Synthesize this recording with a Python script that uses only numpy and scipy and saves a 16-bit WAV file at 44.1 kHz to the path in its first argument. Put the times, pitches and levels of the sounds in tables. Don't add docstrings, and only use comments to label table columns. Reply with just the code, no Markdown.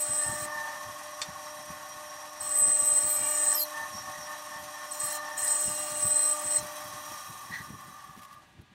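import sys
import numpy as np
from scipy import signal
from scipy.fft import rfft, irfft, next_fast_len
from scipy.io import wavfile
from scipy.ndimage import uniform_filter1d, map_coordinates

SR = 44100
rng = np.random.default_rng(int(sys.argv[2]) if len(sys.argv) > 2 else 0)


def wav_record(signal):
    frames = np.transpose(np.atleast_2d(signal))
    bounded = np.clip(frames, -1, 1)
    quanta = np.round(bounded * 32767).astype(np.int16)
    wavfile.write(sys.argv[1], SR, quanta)


N = 385421
TIME = np.arange(N) / SR
MAINS_HZ, TOOTH_HZ = 50, 208.98
SWITCH_OFF = 7.15
COAST_S = 1.57
ENTRY_S, EXIT_S, BREAKOUT_S = 0.012, 0.016, 0.07
CATCH_DB, CATCH_S = -31.5, 0.02
DIP_AT, DIP_S, DIP_DB = 3.62, 0.05, -6

# start t/s, end t/s, relative rasp level/dB, rasp trend/(dB/s), break-out swell/dB
CUTS = [(-.4, 0.459, -47, -5, 4.5), (2.404, 3.636, -51.5, 4, 2.5), (4.912, 5.181, -51, 12, 3.5),
        (5.372, 6.604, -45.5, -5, 5.5)]
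# t/s, relative level/dB
SQUEAL_LEVELS_1 = [(0.0, -29.5), (0.086, -33), (0.166, -25.5), (0.37, -39), (0.45, -36.5)]
SQUEAL_LEVELS_2 = [(2.41, -40), (2.576, -22.5), (2.954, -24), (2.988, -17.5), (2.994, -25.5),
                   (3.314, -28.5), (3.526, -22.5), (3.578, -43), (3.64, -43.5)]
SQUEAL_LEVELS_3 = [(4.915, -35), (4.989, -52), (5.003, -30), (5.161, -39), (5.17, -49)]
SQUEAL_LEVELS_4 = [(5.38, -33.5), (5.508, -26), (5.916, -38.5), (6.058, -25), (6.33, -24), (6.344, -37),
                   (6.418, -37.5), (6.568, -23.5), (6.6, -41)]


def cut_levels(rasp_follows=0.19):
    squeal = strokes([(start, CATCH_S, CATCH_DB) for start, *_ in CUTS[1:]])
    rasp = np.zeros(N)
    squeal_tables = [SQUEAL_LEVELS_1, SQUEAL_LEVELS_2, SQUEAL_LEVELS_3, SQUEAL_LEVELS_4]
    for (start, end, db, trend, breakout_db), rows in zip(CUTS, squeal_tables):
        squeal_db, = curves(rows)
        lean = rasp_follows * (squeal_db - np.mean(rows, axis=0)[1])
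        edge = breakout_db * np.exp(-((TIME - end) / BREAKOUT_S) ** 2)
        drift = trend * np.clip(TIME - start, 0, end - start)
        gate = engaged(start, end)
        squeal = np.maximum(squeal, gate * amp(squeal_db))
        rasp += gate * amp(db + drift + lean + edge)
    return squeal, rasp


# multiple of the tooth rate, relative level/dB
SQUEAL_HARMONICS = [(37, -14.5), (38, -11), (39, 4.5), (40, -10), (41, -25)]
# f/Hz, width/Hz, relative level/dB
BLADE_MODES = [(8360, 17, -25.5), (7860, 168, -10.5), (8125, 69, -2.5), (8430, 67, -14.5)]
# f/Hz, relative level/dB
RASP_SPECTRUM = [(500, -6), (1100, -10), (1600, 5.5), (2100, -2), (3000, -4.5), (4400, -7), (5400, 5.5),
                 (6400, 1.5), (9500, 5.5), (11200, -15.5), (12200, 6), (13200, -7.5), (15700, 0)]
# f/Hz, width/Hz, relative level/dB
KERF_MODES = [(2340, 44, -14.5), (2760, 8.2, -4.5), (3116, 35, -7.5), (4076, 69, -6), (4286, 12, -2),
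              (5320, 8.4, 2.5), (7010, 66, 2), (9040, 130, -14.5), (10400, 160, -8.5), (12350, 73, -8.5)]


def cutting(tone_gain, rasp_gain, squeal_db=-1.5, chatter_db=-9, rasp_db=5, kerf_db=2,
            shaft_swing=0.58, shaft_beat=0.18, bite=0.27, rough_db=1.5):
    shaft = np.pi * MAINS_HZ * TIME
    tooth = turning(TOOTH_HZ * (1 + 0.00019 * wobble(14)))
    sway = shaft_swing * np.sin(shaft) + 0.2 * wobble(83)
    tone = sum(amp(db + 0.29 * wobble(40)) * np.cos(order * (tooth - 1) + sway)
               for order, db in SQUEAL_HARMONICS)
    tone = unit(tone * (1 + shaft_beat * np.cos(shaft)) * amp(rough_db * wobble(60)))
    chips = amp(wobble(200))
    bites = np.exp(bite * np.cos(tooth)) * chips
    chatter = resonant(white() * bites, BLADE_MODES)
    squeal = amp(squeal_db) * tone + amp(chatter_db) * chatter
    tearing = ringing(coloured(white() * bites, RASP_SPECTRUM), t60=0.081, wet_db=1)
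    kerf = resonant(white() * bites, KERF_MODES)
    rasp = amp(rasp_db) * patchy(tearing, depth_db=4.0) + amp(kerf_db) * kerf
    return tone_gain * squeal + rasp_gain * rasp


def squeaks(rasp_gain, per_second=60, low_hz=9300, high_hz=15600, length=0.029, fall=0.029, level_db=-3):
    out = np.zeros(N)
    for start, end, *_ in CUTS:
        for when, pitch, size in rng.random((int((end - start) * per_second), 3)):
            s = start + when * (end - start - length)
            hz = low_hz + pitch * (high_hz - low_hz)
            squeak = band(length, hz, hz * (1 - fall), width_hz=740, ragged_db=5.5)
            add(out, s, amp(level_db + 10 * (size - 0.5)) * squeak)
    return rasp_gain * out


# t/s, length/s, from f/Hz, to f/Hz, relative level/dB
WHISTLES = [(2.553, .085, 14300, 10000, -34.5), (2.808, 0.15, 14700, 9400, -40),
            (3.049, .15, 16100, 11600, -31), (3.25, .12, 14700, 13100, -38),
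            (3.529, 0.13, 12600, 12350, -25), (3.509, 0.15, 6200, 4150, -36),
            (3.564, 0.1, 11500, 9400, -38), (5.032, 0.11, 12200, 9900, -40),
            (5.424, 0.051, 11300, 8800, -34), (5.508, .25, 7900, 4700, -45),
            (6.014, .11, 15800, 13800, -39), (6.19, .13, 14700, 14250, -44)]
# t/s, length/s, f/Hz, relative level/dB
WOOD_RINGS = [(2.999, 0.42, 2330, -49.5), (3.15, 0.31, 2830, -51.5), (3.256, .32, 7040, -37.5),
              (3.59, 0.064, 4200, -36.5), (5.091, 0.13, 4070, -49), (5.398, 0.35, 7030, -37.5),
              (5.549, 0.54, 2800, -50.5), (6.082, .26, 4070, -47.5), (6.5, 0.15, 4080, -48)]


def whistles(width_share=0.045, smear=0.07, slide_db=-2, ring_hz=100, ring_db=0):
    out = np.zeros(N)
    for s, length, from_hz, to_hz, db in WHISTLES:
        width = width_share * from_hz + smear * abs(from_hz - to_hz)
        add(out, s, amp(db + slide_db) * band(length, from_hz, to_hz, width, ragged_db=2.5))
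    for s, length, hz, db in WOOD_RINGS:
        add(out, s, amp(db + ring_db) * band(length, hz, hz, ring_hz, ragged_db=0.0))
    return out


# f/Hz, relative level/dB
HOUSING_SPECTRUM = [(250, -17.5), (480, -19.5), (560, -10), (760, -3), (1000, -2.5), (1300, -6),
                    (1600, -6.5), (1980, -0.5), (2100, -13.5), (2800, -13), (4000, -15)]
# f/Hz, width/Hz, relative level/dB
HOUSING_MODES = [(576.4, 5.5, -3), (667, 8, -15.5), (758.3, 10, 3.5), (780, 11, -2), (795, 7.4, 1),
                 (846, 5.8, -7.5), (939, 4.2, 2), (1420, 14, -6), (1472, 11, -2.5), (1826, 11, -4),
                 (1897, 29, -10.5), (2005, 5.9, -1.5), (602.4, 9, 0.5)]


def housing(idle_db=-52.3, load_db=3, lag_s=0.89, unpowered_db=-3.0, speed_power=0.71,
            panels_db=2.0, modes_db=-2):
    noise = ringing(coloured(white(), HOUSING_SPECTRUM), t60=0.22, wet_db=-6)
    panels = amp(panels_db + 1.5 * wobble(30)) * noise
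    modes = amp(modes_db) * resonant(white(), HOUSING_MODES)
    off = np.clip((TIME - SWITCH_OFF) / 0.15, 0, 1)
    level = amp(idle_db + load_db * load(lag_s) + unpowered_db * off)
    return level * speed() ** speed_power * (panels + modes)


# f/Hz, width/Hz, relative level/dB
WHEEL_FREE = [(1066, 11, 0), (1098.3, 17.6, 2), (1117, 11, 1), (1174, 75, -12), (1220, 10, -0.5)]
# f/Hz, width/Hz, relative level/dB
WHEEL_LOADED = [(1130, 19, -19.5), (1141, 14, 10), (1180, 31, 3.5), (1204, 8.7, 12.5)]


def wheels(free_db=-48.5, loaded_db=-46.0, stirred_db=4, stirred_s=0.55, lag_s=0.078, late_strain=0.56,
           speed_power=0.48, stall_s=8.37, stall_t60=0.33, throb_db=0.43, loop_hz=3.8):
    late = late_strain * np.clip((TIME - CUTS[-1][1]) / lag_s, 0, 1)
    strain = np.clip(load(lag_s) + late, 0, 1)
    free_level = amp(free_db + stirred_db * load(stirred_s))
    free = free_level * np.sqrt(1 - strain) * resonant(white(), WHEEL_FREE)
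    loaded = amp(loaded_db) * np.sqrt(strain) * resonant(white(), WHEEL_LOADED)
    stall = np.maximum(-60 * np.maximum(TIME - stall_s, 0) / stall_t60, -15)
    throb = throb_db * np.sin(2 * np.pi * loop_hz * TIME)
    return amp(throb + stall) * speed() ** speed_power * (free + loaded)


# f/Hz at full speed, width/Hz, relative level/dB
SPAN_MODES = [(904.5, 4.6, -3), (1768, 7.45, -2.5), (1804, 7.7, 2.5)]
# t/s, length/s, relative level/dB
SPAN_SWELLS = [(.17, 0.22, -41), (.28, 0.65, -45), (.49, .22, -41), (3.22, 0.41, -48), (3.72, .17, -37.5),
               (4.02, 0.13, -49.5), (4.26, 0.12, -46.5), (4.49, 0.13, -46.5), (4.72, .16, -48),
               (4.95, 0.71, -44.5)]


def span(base_db=-56, speed_power=0.81, sag=0.1):
    pace = speed()
    level = amp(base_db) * pace ** speed_power + strokes(SPAN_SWELLS)
    return level * singing(SPAN_MODES, 1 - sag * (1 - pace) ** 2, waver_db=0.5)


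def machine(shaken_db=2.5, full_swell_db=-45):
    shaken = amp(shaken_db * np.tanh(strokes(SPAN_SWELLS) / amp(full_swell_db)))
    dip = amp(DIP_DB * np.exp(-((TIME - DIP_AT) / DIP_S) ** 2))
    return dip * (shaken * (housing() + wheels()) + span())


# f/Hz, relative level/dB
GUIDE_HISS = [(1500, -36), (2400, -0.5), (3900, 0), (4800, -1.5), (6500, -0.5), (7300, 0), (8200, 1.5),
              (9300, 6), (10100, -2.5), (12000, -1.5), (13300, -6.5), (14000, -16.5), (15700, -17.5)]
# f/Hz, width/Hz, relative level/dB
GUIDE_MODES = [(2520, 41, -5.5), (3237, 30, -1.5), (3910, 25, -0.5), (6130, 13, 6.5), (6700, 140, -11.5),
               (9260, 74, -7), (9330, 50, -4.5), (10680, 60, -4.5), (11900, 200, -8.5), (12620, 58, -9.5),
               (14080, 46, -11)]


def guides(clean_db=-52, dusty_db=9, clear_s=1.77, speed_power=1.5, hiss_db=-3, ring_db=-4.5,
           flutter_db=1.5, dust_db=-11):
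    sliding = ringing(coloured(white(), GUIDE_HISS), t60=0.11, wet_db=0.5)
    hiss = amp(hiss_db + 1.8 * wobble(120)) * sliding
    ring = amp(ring_db) * resonant(white() * amp(flutter_db * wobble(18)), GUIDE_MODES)
    fizz = coloured(white() * amp(4.3 * wobble(400)),
                    [(8000, -19), (12600, -6.0), (14800, -1), (15700, -10.5)])
    dust = amp(dust_db) * (TIME > CUTS[-1][1]) * fizz
    level = amp(clean_db + dusty_db * load(clear_s)) * speed() ** speed_power
    return level * (hiss + ring + dust)


# f/Hz, width/Hz, relative level/dB
GUIDE_TONES = [(5510, 14, 3.5), (5720, 21, 5)]
# t/s, length/s, relative level/dB
WHINE_FLARES = [(3.92, .12, -43), (4.16, .12, -53)]


def whine(whine_db=-53, speed_power=1.7, drift_db=1):
    level = amp(whine_db + drift_db * wobble(6)) * speed() ** speed_power
    tone = resonant(white() * amp(1.6 * wobble(16)), GUIDE_TONES)
    return (level + strokes(WHINE_FLARES)) * tone


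# multiple of the mains frequency, relative level/dB
HUM_ORDERS = [(6, -13), (12, 0.5), (18, -8.5), (24, -11)]


def motor(idle_db=-51, load_db=7.5, lag_s=0.19, stop_t60=0.06):
    phase = turning(MAINS_HZ * (1 + 0.00099 * wobble(5.95)))
    tone = sum(amp(db + 0.73 * wobble(13)) * np.sin(order * phase + rng.uniform(0, 2 * np.pi))
               for order, db in HUM_ORDERS)
    decay_db = -60 * np.maximum(TIME - SWITCH_OFF, 0) / stop_t60
    return unit(tone) * amp(idle_db + load_db * load(lag_s) + decay_db)


# t/s, relative level/dB
TAPS = [(1.2162, -26.5), (1.2221, -36.5)]
# f/Hz, mean relative level/dB, t60/s
FRAME_MODES = [(1890, -14, 0.091), (2420, 3.5, 0.035), (3120, -19, .08), (3610, 5, 0.082), (4339, 4, 0.073),
               (4570, 1.5, 0.094), (5080, 1, .11), (6153, -26, .06), (7200, 2, 0.031), (8030, 3.5, 0.039)]
# t/s, length/s, level/dB
SCUFFS = [(2.5, 0.076, -52.5), (4.1, 0.15, -48.5), (5.425, 0.063, -45), (7.522, 0.046, -37.5),
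          (7.5, 0.13, -38.5)]
# f/Hz, width/Hz, relative level/dB
SCUFF_MODES = [(1666, 120, -5), (1885, 62, 5), (1980, 84, 1), (3530, 180, -19.5), (4080, 340, -19),
               (4400, 120, -27)]
# t/s, length/s, level/dB
BRUSHES = [(8.16, 0.053, -57), (8.21, 0.056, -54), (8.31, .05, -57.5), (8.605, 0.024, -67)]


def frame(ring_db=-10, crack_db=-5, crack_t60=0.083):
    ring, crack = np.zeros(N), np.zeros(N)
    t = np.arange(SR // 3) / SR
    for s, db in TAPS:
        modes = sum(amp(level + rng.normal(0, 2) - 60 * t / t60)
                    * np.sin(2 * np.pi * hz * t + rng.uniform(0, 2 * np.pi))
                    for hz, level, t60 in FRAME_MODES)
        add(ring, s, amp(db + ring_db) * modes)
        add(crack, s, amp(db + crack_db - 60 * t / crack_t60))
    crackle = coloured(white(), [(900, -3.5), (2300, -1), (8300, -0.5), (10000, -29.0), (15000, -34)])
    tap = ring + crack * crackle
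    scuff = strokes(SCUFFS) * resonant(white() * amp(1.3 * wobble(150)), SCUFF_MODES)
    brush = strokes(BRUSHES) * coloured(
        white() * amp(2.7 * wobble(300)),
        [(1500, -6.5), (3000, 1.0), (6000, -5), (12000, -2.5), (15500, -11)])
    return tap + scuff + brush


# t/s, relative level/dB
THUMPS = [(.1, -38.5), (.27, -40), (.297, -35), (.328, -40), (.427, -38.5), (.564, -41.5), (.873, -39.5),
          (1.29, -39), (1.706, -40.5), (2.419, -50), (2.623, -43), (2.679, -42), (2.83, -43),
          (3.048, -36.5), (3.215, -38.5), (3.815, -50), (3.953, -39.5), (4.081, -45), (4.186, -48),
          (4.564, -47.5), (5.432, -48), (5.682, -31.5), (5.924, -43), (6.054, -33), (6.454, -42),
          (6.589, -41), (6.632, -36.5), (6.861, -42.5), (6.946, -43), (7.118, -41.5), (7.303, -40.5),
          (7.51, -36), (7.608, -39), (7.706, -34), (7.744, -40.5), (7.886, -42.5), (8.096, -47),
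          (8.179, -41), (8.599, -42)]
# f/Hz, relative level/dB
RUMBLE = [(20, -36), (45, -14), (80, -2), (140, 0.5), (240, -5), (350, -8.5), (600, -28)]


def thumps(push_hz=160, push_db=-3, shudder_db=-11, shudder_t60=0.19, lead=0.014, floor_db=-72.0,
           soft_db=-51, soft_spread_db=0.0, count=16):
    out, shudder = np.zeros(N), np.zeros(N)
    t = np.arange(-SR // 20, SR // 4) / SR
    soft = [((k + when) / count * TIME[-1], soft_db + soft_spread_db * (2 * size - 1))
            for k, (when, size) in enumerate(rng.random((count, 2)))]
    variations = rng.standard_normal((len(THUMPS) + count, 2))
    for (s, db), (pitch, phase) in zip(THUMPS + soft, variations):
        cycles = push_hz * np.exp(0.2 * pitch) * t
        push = np.exp(-(cycles / 0.69) ** 2) * np.cos(2 * np.pi * cycles + phase)
        add(out, s + t[0], -amp(db + push_db) * push)
        decay = amp(db + shudder_db - 60 * np.maximum(t, 0) / shudder_t60)
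        add(shudder, s + t[0], decay * np.exp(np.minimum(t, 0) / lead))
    floor = amp(floor_db + 8.0 * np.tanh(wobble(14)))
    return out + (shudder + floor) * coloured(white(), RUMBLE)


# f/Hz, relative level/dB
SHOP = [(100, 6), (1000, -12), (2500, -2), (4000, -5), (5000, -16.5), (9000, -28), (15000, -40)]


def workshop(air_db=-65):
    return amp(air_db) * coloured(white(), SHOP)


def engaged(start, end):
    entering = np.clip((TIME - start) / ENTRY_S + 0.5, 0, 1)
    return entering * np.clip((end - TIME) / EXIT_S + 0.5, 0, 1)


def load(lag_s):
    teeth = sum(engaged(start, end) for start, end, *_ in CUTS)
    keep = np.exp(-1 / (lag_s * SR))
    built_up = 1 - np.exp(CUTS[0][0] / lag_s)
    return signal.lfilter([1 - keep], [1, -keep], teeth, zi=[built_up])[0]


def speed(crawl=0.079):
    return np.clip(1 - (TIME - SWITCH_OFF) / COAST_S, crawl, 1)


def singing(modes, sag, waver_db):
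    return unit(sum(amp(db + waver_db * wobble(13)) * np.sin(turning(hz * sag + width * 0.5 * wobble(50)))
                    for hz, width, db in modes))


def band(length, from_hz, to_hz, width_hz, ragged_db):
    count = max(int(length * SR), 8)
    phase = turning(np.geomspace(from_hz, to_hz, count))
    knot = [np.arange(count) / SR * width_hz]
    a, b, flutter = (map_coordinates(k, knot, order=1, mode="wrap") for k in rng.standard_normal((3, 300)))
    swell = amp(ragged_db * flutter) * np.sqrt(np.hanning(count))
    return swell * (a * np.cos(phase) + b * np.sin(phase))


def patchy(x, depth_db):
    z = signal.stft(x, nperseg=512)[2]
    field = uniform_filter1d(rng.standard_normal(z.shape), size=5, axis=0)
    field = uniform_filter1d(field, size=7, axis=1)
    return unit(signal.istft(z * amp(depth_db * unit(field)), nperseg=512)[1][:N])


def ringing(x, t60, wet_db):
    t = np.arange(SR // 6) / SR
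    tail = rng.standard_normal(len(t)) * amp(-60 * t / t60)
    wet = signal.fftconvolve(x, tail / np.linalg.norm(tail))[:N]
    return (x + amp(wet_db) * wet) / np.hypot(1, amp(wet_db))


def resonant(x, modes):
    def response(f):
        return sum((-1) ** k * amp(db) * 1j * f * w / (c * c - f * f + 1j * f * w)
                   for k, (c, w, db) in enumerate(modes))
    return unit(filtered(x, response))


def coloured(x, points):
    f, db = np.transpose(points)

    def response(hz):
        above = 1 + (hz / (2 * f[-1])) ** 8
        below = 1 + (f[0] / (2 * hz + 1)) ** 8
        return amp(np.interp(np.log(hz + 1), np.log(f), db)) / np.sqrt(above * below)
    return unit(filtered(x, response))


def filtered(x, response):
    size = next_fast_len(N + SR // 4, True)
    return irfft(rfft(x, size) * response(np.fft.rfftfreq(size, 1 / SR)), size)[:N]


def white():
    return rng.standard_normal(N)


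def wobble(rate):
    knots = rng.standard_normal(int(N * rate / SR) + 4)
    coarse = TIME[::16]
    return np.interp(TIME, coarse, map_coordinates(knots, [coarse * rate]))


def turning(hz):
    return 2 * np.pi * np.cumsum(hz) / SR


def strokes(rows):
    gain = np.zeros(N)
    for s, length, db in rows:
        add(gain, s, amp(db) * np.sqrt(np.hanning(max(int(length * SR), 8))))
    return gain


def curves(rows):
    s, *cols = np.transpose(rows)
    return [np.interp(TIME, s, c) for c in cols]


def add(track, s, sound):
    part = track[max(round(s * SR), 0):][:len(sound)]
    part += sound[:len(part)]


def amp(db):
    return 10 ** (np.asarray(db) / 20)


def unit(x):
    return x / np.sqrt(np.mean(x ** 2) + 1e-20)


def scene():
    squeal_gain, rasp_gain = cut_levels()
    cuts = cutting(squeal_gain, rasp_gain) + squeaks(rasp_gain) + whistles()
    saw = machine() + guides() + whine() + motor()
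    return (cuts + saw + frame() + thumps() + workshop())[None]


def record(dry):
    top_hz = 15780
    return filtered(dry[0], lambda hz: hz < top_hz)[None]


dry = scene()
out = record(dry)
wav_record(out)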